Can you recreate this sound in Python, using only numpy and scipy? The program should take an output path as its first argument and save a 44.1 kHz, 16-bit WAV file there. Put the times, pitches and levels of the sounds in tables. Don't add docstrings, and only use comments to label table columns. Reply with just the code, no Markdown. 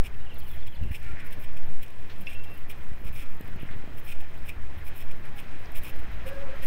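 import sys
import numpy as np
from scipy import signal
from scipy.io import wavfile

SR = 44100
rng = np.random.default_rng(int(sys.argv[2]) if len(sys.argv) > 2 else 0)


def transcribe(signal):
    frames = np.atleast_2d(signal).T
    limited = np.clip(frames, -1, 1)
    pcm = np.round(limited * 32767).astype(np.int16)
    wavfile.write(sys.argv[1], SR, pcm)


def gain_from_db(level_db):
    decades = np.asarray(level_db, float) / 20
    return 10 ** decades


N = 293706

STRIDE_SWAY = [(0, .2), (0.245, -.11), (0.362, 0.048), (0.545, -0.15), (0.765, 0.12), (0.88, -0.087)]
# (start [s], strength [ratio])
STRIDES = [
    (-.27, 3.6),
    (0.616, 1.08),
    (1.509, 1.16),
    (2.403, 0.85),
    (3.29, 1.05),
    (4.185, 1.07),
    (5.087, 1.09),
    (5.968, 1.01),
    (6.86, 0.99),
]
# (time [s], pressure [full scale], width [s])
HAND_JERKS = [
    (0., -0.24, 0.083),
    (1.634, 0.33, 0.035),
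    (1.751, -0.2, 0.087),
    (5.78, 0.125, 0.023),
    (6.67, 0.13, 0.021),
]
# (time [s], level [dB])
GUSTS = [(0.0, -39), (0.09, -42), (0.74, -56), (0.8, -44), (0.97, -49), (1.09, -43), (1.25, -53.5),
         (2.74, -52), (3.08, -43), (3.28, -56), (3.7, -42), (3.97, -49), (4.38, -57), (4.5, -44),
         (4.6, -48), (6.05, -48), (6.2, -44), (6.6, -46)]
# (time [s], pressure [full scale], width [ms])
EDDIES = [(0.817, -0.13, 5.9), (0.8289, -0.14, 4.4), (0.842, -0.053, 3.1), (0.8581, 0.1, 3.8),
          (0.869, -0.038, 3.3), (0.877, 0.04, 2.5), (0.911, -0.12, 3.6), (0.917, 0.07, 4),
          (1.075, -0.04, 4), (1.103, 0.035, 5.2), (1.138, 0.045, 3.9), (1.3879, -0.031, 4.7),
          (2.92, -0.062, 3.9), (3.0181, -0.026, 1.6), (3.0486, -0.044, 4.7), (3.059, 0.054, 4.1),
          (3.094, 0.04, 5), (3.105, -0.042, 4.2), (3.203, 0.055, 7.8), (3.409, 0.068, 1.3),
          (3.4468, 0.03, 2.3), (3.466, 0.0079, 1.9), (3.486, 0.033, 1.6), (3.562, 0.047, 1.65),
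          (3.633, 0.093, 1.8), (3.507, 0.02, 1.5), (3.527, 0.018, 1.5), (3.612, 0.025, 1.6),
          (3.655, 0.03, 2.2), (3.737, 0.02, 1.5), (3.9, 0.015, 1.4), (3.764, 0.038, 1.9),
          (3.802, 0.018, 1.8), (3.7114, 0.05, 2.7), (3.8413, 0.031, 1.1), (3.877, 0.038, 1.34),
          (4.7757, -0.048, 3.2), (5.6074, -0.019, 1.3), (5.997, -0.02, 4.8), (6.1316, -0.024, 3.3),
          (6.181, 0.018, 3.4)]
# (time [s], tyre level [dB], phone tilt to the ground [0-1])
TRAFFIC = [(0.0, -53.5, 0.12), (0.91, -54, 0.62), (1.17, -51, 0.54), (1.97, -54, 0.5), (2.26, -52.5, 0.48),
           (2.97, -54, 0), (3.84, -52, 0.2), (4.3, -54, 0.14), (5.77, -50, 0.33), (6.66, -47.5, 0)]
# (frequency [Hz], density [dB per Hz])
RUMBLE_SPECTRUM = [(88, -52), (150, -6.5), (210, -2), (1300, -11), (1400, 6), (1820, -55), (3080, -120)]
# (frequency [Hz], density [dB per Hz])
TYRE_SPECTRUM = [(650, -52), (1100, -6.5), (1680, 4.5), (2110, -0.5), (2390, -2.5), (3350, -10),
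                 (4470, -18), (5220, -13), (7000, -37), (9100, -70), (15400, -120)]
# (frequency [Hz], density [dB per Hz])
HISS_SPECTRUM = [(3530, -29), (6000, -14.5), (7730, -14), (9340, -14), (10400, -13.5), (15100, -5.5),
                 (15700, -7.5)]
# (time [s], length [s], start pitch [Hz], end pitch [Hz], level [dB])
ENGINE_PASSES = [
    (0, 1.2, 58.7, 55.2, -54),
    (1.299, 0.5, 78.7, 85, -52),
    (2.049, 0.87, 86.1, 85.3, -50),
    (4.102, 0.86, 72.04, 71.7, -43.5),
    (5.646, 1.8, 53.06, 53.3, -41.5),
]
# (frequency [Hz], width [Hz], level [dB])
CLOTH_MODES = [(10990, 1000, -11), (12500, 550, -4), (15250, 2800, -5), (15770, 1150, -2.5)]
# (frequency [Hz], width [Hz], level [dB])
SOLE_MODES = [(2400, 242, 12), (3340, 850, 0), (5296, 200, -2), (7500, 670, -11.5), (8230, 165, -3),
              (9310, 610, -6.5)]
# (time [s], hold [s], cloth level [dB], sole level [dB])
SCUFFS = [(0.045, 0.022, -54, -56.5), (0.67, 0.0022, -57, -59.5), (0.918, 0.015, -57, -62.5),
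          (0.949, .01, -52.5, -54.5), (1.201, .002, -70, -59), (1.328, 0.0018, -53, -57),
          (1.439, .002, -55, -61), (1.571, .002, -57, -62), (1.831, .002, -52.5, -56),
          (2.213, .006, -54.5, -63), (2.277, .004, -61, -62), (2.297, 0.045, -59, -60),
          (2.441, .002, -57, -61.5), (2.699, 0.013, -52.5, -59), (3.062, 0.026, -57.5, -61.5),
          (3.155, 0.07, -55.5, -59), (3.977, 0.016, -53.5, -64), (4.064, .002, -53, -63),
          (4.078, 0.044, -53.5, -56), (4.207, .002, -56, -61.5), (4.49, .003, -49.5, -53),
          (4.867, .006, -55, -63.5), (4.989, 0.033, -55.5, -62.5), (5.112, .002, -57, -60),
          (5.385, 0.015, -54.5, -57), (5.76, .01, -46.5, -55), (5.844, 0.051, -52, -58),
          (5.994, .002, -56, -63), (6.27, 0.019, -55, -57), (6.63, 0.022, -48, -57)]
# (time [s], hold [s], cloth level [dB])
RUSTLES = [(0.345, .002, -62), (0.388, .01, -55.5), (0.425, .04, -63), (0.483, 0.079, -58),
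           (1.261, 0.0088, -54), (1.4, 0.024, -56), (2.5, .09, -64.5), (3.049, .002, -56),
           (3.133, .02, -56), (3.298, .008, -61), (3.617, .008, -60.5), (4.045, .01, -57),
           (4.46, .016, -57), (4.785, .002, -60), (4.851, .005, -60), (4.881, .002, -49.5),
           (4.958, 0.0072, -53), (5.364, .01, -57.5), (5.733, .01, -67), (5.774, .008, -48.5),
           (5.833, .005, -50.5), (5.962, .002, -60)]
# (time [s], bright peak [dB], dull peak [dB])
SNAPS = [(0.0046, -47, -58), (0.0541, -41, -44), (0.3435, -40, -56), (0.3838, -38, -55), (0.3915, -37, -54),
         (0.3951, -42, -60), (0.4018, -42, -58), (0.4696, -41, -57), (0.4789, -37, -48), (0.835, -44, -64),
         (0.8627, -47, -66), (0.9498, -39, -45), (0.9844, -47, -59), (0.9986, -47, -61), (1.03, -48, -48),
         (1.1201, -49, -68), (1.2488, -42, -56), (1.2632, -44, -60), (1.2688, -41, -52), (1.3089, -42, -58),
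         (1.3299, -38, -49), (1.5329, -42, -59), (1.6615, -45, -61), (2.1838, -44, -67), (2.2104, -42, -53),
         (2.2612, -48, -67), (2.5163, -46, -64), (2.543, -45, -62), (2.549, -43, -65), (2.5774, -36, -48),
         (2.6976, -39, -50), (2.702, -39, -49), (2.8365, -48, -61), (3.0014, -49, -62), (3.0058, -47, -60),
         (3.0191, -45, -61), (3.129, -41, -62), (3.1455, -39, -52), (3.3683, -44, -56), (3.397, -44, -61),
         (3.4075, -42, -61), (3.4112, -34.5, -41), (3.4484, -48, -70), (3.4796, -39, -60),
         (3.9499, -47, -57), (4.4866, -36, -47), (4.9749, -39, -53), (4.9807, -32, -44), (5.2921, -48, -55),
         (5.7201, -36, -48), (5.7524, -41, -57), (5.7857, -38, -57), (5.8209, -43, -54), (5.8354, -33, -47),
         (5.8397, -39, -49), (5.8971, -38, -51), (5.9589, -41, -57), (5.9661, -46, -63), (6.1188, -46, -59),
         (6.5628, -47, -64)]
# (time [s], peak [dB])
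SEAM_TICKS = [(3.562, -44), (3.6, -43), (5.2555, -42), (5.757, -41), (6.042, -48), (6.624, -40),
              (4.378, -47), (5.268, -47), (3.349, -46)]
# (time [s], peak [dB])
CABLE_KNOCKS = [(0.9807, -44), (1.0014, -44), (1.029, -42), (1.0465, -42), (1.0979, -42), (1.8624, -42),
                (1.8816, -40), (1.9044, -40), (1.9719, -60), (5.6002, -49), (5.6486, -45.5)]
# (time [s], length [s], low edge [Hz], high edge [Hz], level [dB])
CRUNCHES = [(0.995, 0.49, 1560, 2580, -60), (2.277, 0.11, 1900, 3470, -54), (0.944, 0.02, 2200, 3350, -49),
            (1.24, 0.1, 1500, 2500, -57), (2.696, 0.033, 2250, 3800, -54), (4.102, .045, 2100, 2780, -54),
            (5.387, .05, 2110, 2900, -55), (4.507, 0.043, 2100, 2900, -55), (5.656, .006, 4500, 6000, -55),
            (1.04, 0.12, 1700, 2400, -60), (1.155, 0.092, 1460, 2400, -48.5),
            (2.095, 0.04, 915, 4600, -49.5), (2.264, 0.0078, 2000, 5500, -54),
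            (3.577, 0.11, 2080, 3320, -53), (3.686, 0.022, 1400, 2300, -46),
            (3.709, 0.042, 1190, 3330, -48)]
# (time [s], length [s], low edge [Hz], high edge [Hz], level [dB])
THUDS = [
    (2.17, .16, 149, 230, -49.5),
    (0.82, .07, 200, 410, -51),
    (3.03, 0.073, 400, 590, -54.5),
]
# (time [s], length [s], start pitch [Hz], level [dB])
BIRD_NOTES = [(0.2, 0.018, 3940, -58.5), (0.257, 0.022, 3146, -50), (0.29, 0.042, 3340, -50),
              (0.362, 0.013, 3560, -58), (0.41, .022, 3330, -54), (0.45, 0.031, 3290, -55),
              (0.494, 0.02, 3700, -55), (0.53, 0.03, 3440, -58), (0.579, 0.022, 3480, -59),
              (0.623, 0.016, 3630, -54), (0.67, 0.015, 3400, -55), (0.716, 0.035, 3420, -55),
              (0.759, 0.013, 3560, -54), (0.788, .015, 3060, -58), (0.82, 0.028, 3040, -52),
              (0.88, 0.023, 3040, -56)]
# (time [s], length [s], start pitch [Hz], level [dB])
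SQUEAKS = [
    (1.16, .06, 2050, -58),
    (1.2, 0.103, 2370, -60),
    (1, 0.048, 1830, -55.5),
    (1.05, .04, 1850, -54),
    (1.02, 0.12, 2350, -57),
    (1.215, 0.065, 1500, -58),
    (5.26, 0.084, 870, -53.5),
    (5.33, 0.075, 829, -56),
]
# (time [s], length [s],
# start pitch [Hz], end pitch [Hz], level [dB])
SWEEPS = [(.328, .016, 3100, 4800, -60), (.208, .02, 2750, 3050, -55), (.258, .012, 2900, 3200, -55),
          (.678, .012, 3800, 2900, -55), (.351, .014, 4900, 3400, -58), (.398, .012, 5100, 3800, -56),
          (.535, .012, 3300, 4200, -61), (.508, .03, 3450, 3300, -58), (.66, .012, 4600, 3700, -62),
          (.466, .01, 3900, 4700, -62), (.485, .016, 4700, 3500, -63), (1.012, .028, 1390, 1410, -57),
          (1.058, .066, 1405, 1375, -50.5), (.42, .012, 3450, 3250, -58), (.57, .03, 3550, 3000, -60),
          (.675, .016, 3600, 3200, -56), (.6, .02, 4000, 4700, -63), (.748, .015, 5100, 3500, -57)]
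# (time [s], peak [dB], pitch [Hz], t60 [s])
TAPS = [(2.268, -49, 5010, .05), (2.268, -39, 3400, 0.029), (2.269, -34, 2190, 0.034),
        (2.269, -33, 2440, 0.045), (2.268, -46, 5600, .02), (2.27, -27.5, 2687, 0.073),
        (2.697, -38, 2400, 0.06), (2.697, -48, 5500, 0.03), (0.945, -38, 2480, .05),
        (0.945, -41, 2850, .04), (2.578, -48, 2950, .05), (2.315, -42, 2350, .04),
        (5.105, -52, 2300, 0.042), (4.5, -29, 2480, 0.029)]
# (time [s], peak [dB], pitch [Hz], t60 [s])
SCRAP_RINGS = [
    (2.272, -49, 2700, .4),
    (2.349, -41.5, 2698, .2),
    (2.395, -47, 2703, .25),
    (2.463, -47.5, 2700, .3),
    (2.51, -50, 2698, .25),
]
# (time [s], length [s], pitch [Hz], level [dB])
HORN_BLASTS = [
    (6.248, 0.212, 545, -39),
    (6.472, 0.12, 541, -43),
    (6.61, .04, 545, -46),
]

BUFFET_DB, BUFFET_FOLLOWS, MEAN_GUST_DB = -48, 0.16, -48
ENGINES_DB, ENGINES_FOLLOW, MEAN_ROAD_DB = -51, 0.86, -52
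RUB_RISE_DB_PER_S, RUB_FALL_DB_PER_S, RUSTLE_DULL_DB = 1050, 1000, -11.5
NOTE_FALL_HZ_PER_S, SQUEAK_END_RATIO = 19800, 0.94
HORN_ATTACK_S, HORN_RELEASE_S, HORN_START_SAG = 0.017, 0.0096, 0.041
HORN_BEAT_HZ, HORN_RISE_HZ_PER_S, HORN_FADE_DB_PER_S, REED_LEAD_RAD = 19.2, 75, 21, 3.57


def rms_one(x):
    return x / np.sqrt(np.mean(x ** 2) + 1e-20)


def in_time(rows):
    s, *columns = np.transpose(rows)
    return [np.interp(np.arange(N) / SR, s, c) for c in columns]


def drift(rate_hz):
    r = np.exp(-2 * np.pi * rate_hz * 40 / SR)
    slow = signal.lfilter([1], [1, -2 * r, r * r], rng.standard_normal(N // 40 + 2002))[2000:]
    return np.interp(np.arange(N) / 40, np.arange(len(slow)), rms_one(slow))


def band(x, low_hz, high_hz):
    return signal.sosfilt(signal.butter(2, [low_hz, high_hz], "band", fs=SR, output="sos"), x)


def resonances(x, modes):
    out = 0
    for k, (hz, width_hz, db) in enumerate(modes):
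        r = np.exp(-np.pi * width_hz / SR)
        poles = [1, -2 * r * np.cos(2 * np.pi * hz / SR), r * r]
        out = out + (-1) ** k * gain_from_db(db) * signal.lfilter([1 - r * r, 0, r * r - 1], poles, x)
    return rms_one(out)


def coloured(spectrum, patchy_db, rate_hz):
    hz, db = np.transpose(spectrum)
    octaves = np.arange(0, np.log2(hz[-1] / hz[0]) + .5, 1 / 3)
    edges = hz[0] * 2 ** octaves.clip(0, np.log2(19000 / hz[0]))
    out, together, white = 0, drift(rate_hz), rng.standard_normal((2, N))
    for k, (low_hz, high_hz) in enumerate(zip(edges, edges[1:])):
        level_db = np.interp(np.log(low_hz * high_hz) / 2, np.log(hz), db)
        flicker_db = patchy_db * (0.56 * together + drift(2 * rate_hz))
        out = out + gain_from_db(level_db + flicker_db) * band(white[k % 2], low_hz, high_hz)
    return rms_one(out)


def add(out, s, sound):
    i = max(round(s * SR), 0)
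    out[i:i + len(sound)] += sound[:N - i]


def sway():
    t = np.arange(N) / SR
    turn_s, turn_pressure = [], []
    for (s, size), (s_next, size_next) in zip(STRIDES, STRIDES[1:]):
        for part, p in STRIDE_SWAY:
            turn_s.append(s + part * (s_next - s))
            turn_pressure.append(p * (size if part < .5 else size_next))
    index = np.arange(len(turn_s))
    place = np.interp(t, turn_s, index)
    eased = np.floor(place) + .5 - .5 * np.cos(np.pi * (place % 1))
    out = np.interp(eased, index, turn_pressure)
    for s, p, width_s in HAND_JERKS:
        out += p * np.exp(-.5 * ((t - s) / width_s) ** 2)
    return out + gain_from_db(-32.5) * rms_one(band(drift(6.6), 3.63, 44.0))


def wind():
    deep_db, = in_time(GUSTS)
    deep = rms_one(band(rng.standard_normal(N), 35, 64.8))
    out = gain_from_db(deep_db + 2.2 * drift(1.3)) * deep
    buffet_db = np.minimum(BUFFET_DB + BUFFET_FOLLOWS * (deep_db - MEAN_GUST_DB), -44)
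    buffet = rms_one(band(band(rng.standard_normal(N), 47.0, 123.6), 63.4, 220))
    out += gain_from_db(buffet_db + 1.8 * drift(20.)) * buffet
    for s, p, ms in EDDIES:
        u = np.arange(-.02 * SR, .02 * SR) / SR * 1000 / ms
        roundness = min(2, 0.83 + .22 * ms)
        kick = np.exp(-np.where(u < 0, 4.4 * u * u, 0.82 * np.abs(u) ** roundness))
        rebound = 0.42 * np.exp(-.16 * (u - .7) ** 2)
        add(out, s - .02, p * (kick - rebound))
    return out


def road():
    tyre_db, tilt = in_time(TRAFFIC)
    engine_db = ENGINES_DB + ENGINES_FOLLOW * (tyre_db - MEAN_ROAD_DB)
    street = gain_from_db(engine_db) * coloured(RUMBLE_SPECTRUM, patchy_db=1.5, rate_hz=8.0)
    street += gain_from_db(tyre_db - 0.87) * coloured(TYRE_SPECTRUM, patchy_db=1.54, rate_hz=18.0)
    street -= np.clip(tilt, 0, 1) * signal.lfilter(*signal.iirpeak(1290, 3.5, fs=SR), street)
    return street + gain_from_db(-68.5) * coloured(HISS_SPECTRUM, patchy_db=2.6, rate_hz=9.)


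def engines():
    out = np.zeros(N)
    unsteady = np.resize(gain_from_db(2.8 * drift(9.3)) * np.exp(.6j * drift(4.7)), N + SR)
    for s, length_s, from_hz, to_hz, db in ENGINE_PASSES:
        u = np.linspace(0, 1, round(length_s * SR))
        phase = 2 * np.pi * np.cumsum(from_hz + (to_hz - from_hz) * u) / SR
        tone = np.exp(1j * phase) * unsteady[round(s * SR):][:len(u)]
        add(out, s, gain_from_db(db + 2) * np.abs(np.sin(np.pi * u)) ** 0.59 * tone.real)
    return out


def grit(per_s, spread_db, smooth):
    sizes = gain_from_db(spread_db * np.minimum(rng.exponential(1, N), 4)) * rng.choice([-1, 1], N)
    clicks = sizes * (rng.random(N) < per_s / SR)
    return rms_one(clicks) + smooth * rng.standard_normal(N)


def swell(s, hold_s):
    first = max(round((s - .06) * SR), 0)
    last = min(round((s + hold_s + .06) * SR), N)
    t = np.arange(first, last) / SR - s
    slope_db = np.minimum(RUB_RISE_DB_PER_S * t, RUB_FALL_DB_PER_S * (hold_s + 0.0033 - t))
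    return slice(first, last), gain_from_db(np.minimum(0, slope_db))


def snap(noise, peak_db, low_hz, high_hz):
    crack = band(noise * np.exp(-np.arange(len(noise)) / SR / 0.00049), low_hz, high_hz)
    return gain_from_db(peak_db) * crack / np.abs(crack).max()


def rubs():
    cloth = gain_from_db(-76 + 3.0 * drift(12.))
    sole = gain_from_db(-74 + 2.7 * drift(7.7))
    rustles = [(s, hold_s, db, db + RUSTLE_DULL_DB) for s, hold_s, db in RUSTLES]
    for s, hold_s, cloth_db, sole_db in SCUFFS + rustles:
        span, shape = swell(s, hold_s)
        cloth[span] = np.maximum(cloth[span], gain_from_db(cloth_db) * shape)
        sole[span] = np.maximum(sole[span], gain_from_db(sole_db) * shape)
    cloth_grit = grit(1500., spread_db=4.0, smooth=1.4)
    sole_grit = grit(2500., spread_db=3.0, smooth=.8)
    out = cloth * gain_from_db(2.0 * drift(80.)) * resonances(cloth_grit, CLOTH_MODES)
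    return out + sole * gain_from_db(10.5 + 1.7 * drift(75.0)) * resonances(sole_grit, SOLE_MODES)


def snaps():
    out = np.zeros(N)
    for s, bright_db, dull_db in SNAPS:
        noise = rng.standard_normal(300)
        add(out, s - .0003, snap(noise, bright_db, 11000, 15100) + snap(noise, dull_db - 1.2, 8000, 11500))
    for s, db in SEAM_TICKS:
        add(out, s, snap(rng.standard_normal(300), db, 9500, 15000))
    for s, db in CABLE_KNOCKS:
        add(out, s, snap(rng.standard_normal(300), db - 5, 3500, 15000))
    stray = rng.random(N) < 22. * gain_from_db(5.5 * drift(2.5)) / SR
    fibres = stray * rng.standard_normal(N) + 1e-18
    return out + gain_from_db(-43) * band(band(fibres, 11500, 17000), 11000, 17000)


def bird():
    out = np.zeros(N)
    glides = [(s, length_s, hz, hz - NOTE_FALL_HZ_PER_S * length_s, db) for s, length_s, hz, db in BIRD_NOTES]
    glides += [(s, length_s, hz, hz * SQUEAK_END_RATIO, db) for s, length_s, hz, db in SQUEAKS]
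    for s, length_s, from_hz, to_hz, db in glides + SWEEPS:
        u = np.linspace(0, 1, round(length_s * SR))
        phase = 2 * np.pi * np.cumsum(from_hz * (to_hz / from_hz) ** u) / SR
        add(out, s, gain_from_db(db + 0.5) * np.abs(np.sin(np.pi * u)) ** 0.73 * np.sin(phase))
    echo_s = np.arange(SR // 4) / SR
    echoes = rng.standard_normal(SR // 4) * gain_from_db(-60 * echo_s / 0.23)
    return out + gain_from_db(-31.5) * signal.fftconvolve(out, echoes)[:N]


def footfalls():
    out, gravel = np.zeros(N), grit(3000., spread_db=1.0, smooth=1.0)
    for s, length_s, low_hz, high_hz, db in CRUNCHES + THUDS:
        u = np.linspace(0, 1, round(length_s * SR))
        piece = gravel[round(s * SR):][:len(u)]
        piece = rms_one(band(band(piece, low_hz, high_hz), low_hz, high_hz))
        add(out, s, gain_from_db(db) * piece * np.minimum(12 * u, 1) * np.sqrt(1 - u * u))
    return out


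def taps():
    out, t = np.zeros(N), np.arange(SR // 2) / SR
    for s, db, hz, t60_s in TAPS + SCRAP_RINGS:
        partner = 0.65 * np.exp(-t / 0.01) * np.sin(2 * np.pi * hz * 1.04 * t)
        pair = np.sin(2 * np.pi * hz * t) + partner
        add(out, s, gain_from_db(db - 60 * t / t60_s) * np.minimum(t / 0.0024, 1) * pair)
    return out


def horn():
    out, wobbles = np.zeros(N), [.6 * drift(18.) for k in range(3)]
    for s, length_s, hz, db in HORN_BLASTS:
        t = np.arange(round(length_s * SR)) / SR
        pitch_hz = hz * (1 - HORN_START_SAG * np.exp(-t / HORN_ATTACK_S)) + HORN_RISE_HZ_PER_S * t
        third = gain_from_db(-7.5) * 2.5 * (t / .09) ** 2 * np.exp(-t * t / .008)
        tone = 0
        for k, weight, wobble in zip([-1, 0, 1], [.65, 1., .2], wobbles):
            phase = 2 * np.pi * np.cumsum(pitch_hz + k * HORN_BEAT_HZ) / SR + k * REED_LEAD_RAD
            phase = phase + np.resize(wobble[round(s * SR):], len(t))
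            reed = np.sin(phase) + gain_from_db(-24) * np.sin(2 * phase) + third * np.sin(3 * phase)
            tone = tone + weight * reed
        ramps = np.minimum(t / HORN_ATTACK_S, (length_s - t) / HORN_RELEASE_S)
        add(out, s, gain_from_db(db - HORN_FADE_DB_PER_S * t) * np.minimum(1, ramps) * tone)
    return out


def scene():
    air = sway() + wind() + road() + engines()
    walker = rubs() + snaps() + footfalls() + taps()
    return (air + walker + bird() + horn())[None]


def band_limit(x):
    return signal.sosfilt(signal.butter(12, 16870, fs=SR, output="sos"), x)


def record(dry):
    cut = signal.sosfilt(signal.ellip(10, .5, 60, 15740, fs=SR, output="sos"), dry)
    return band_limit(cut)


dry = scene()
out = record(dry)
transcribe(out)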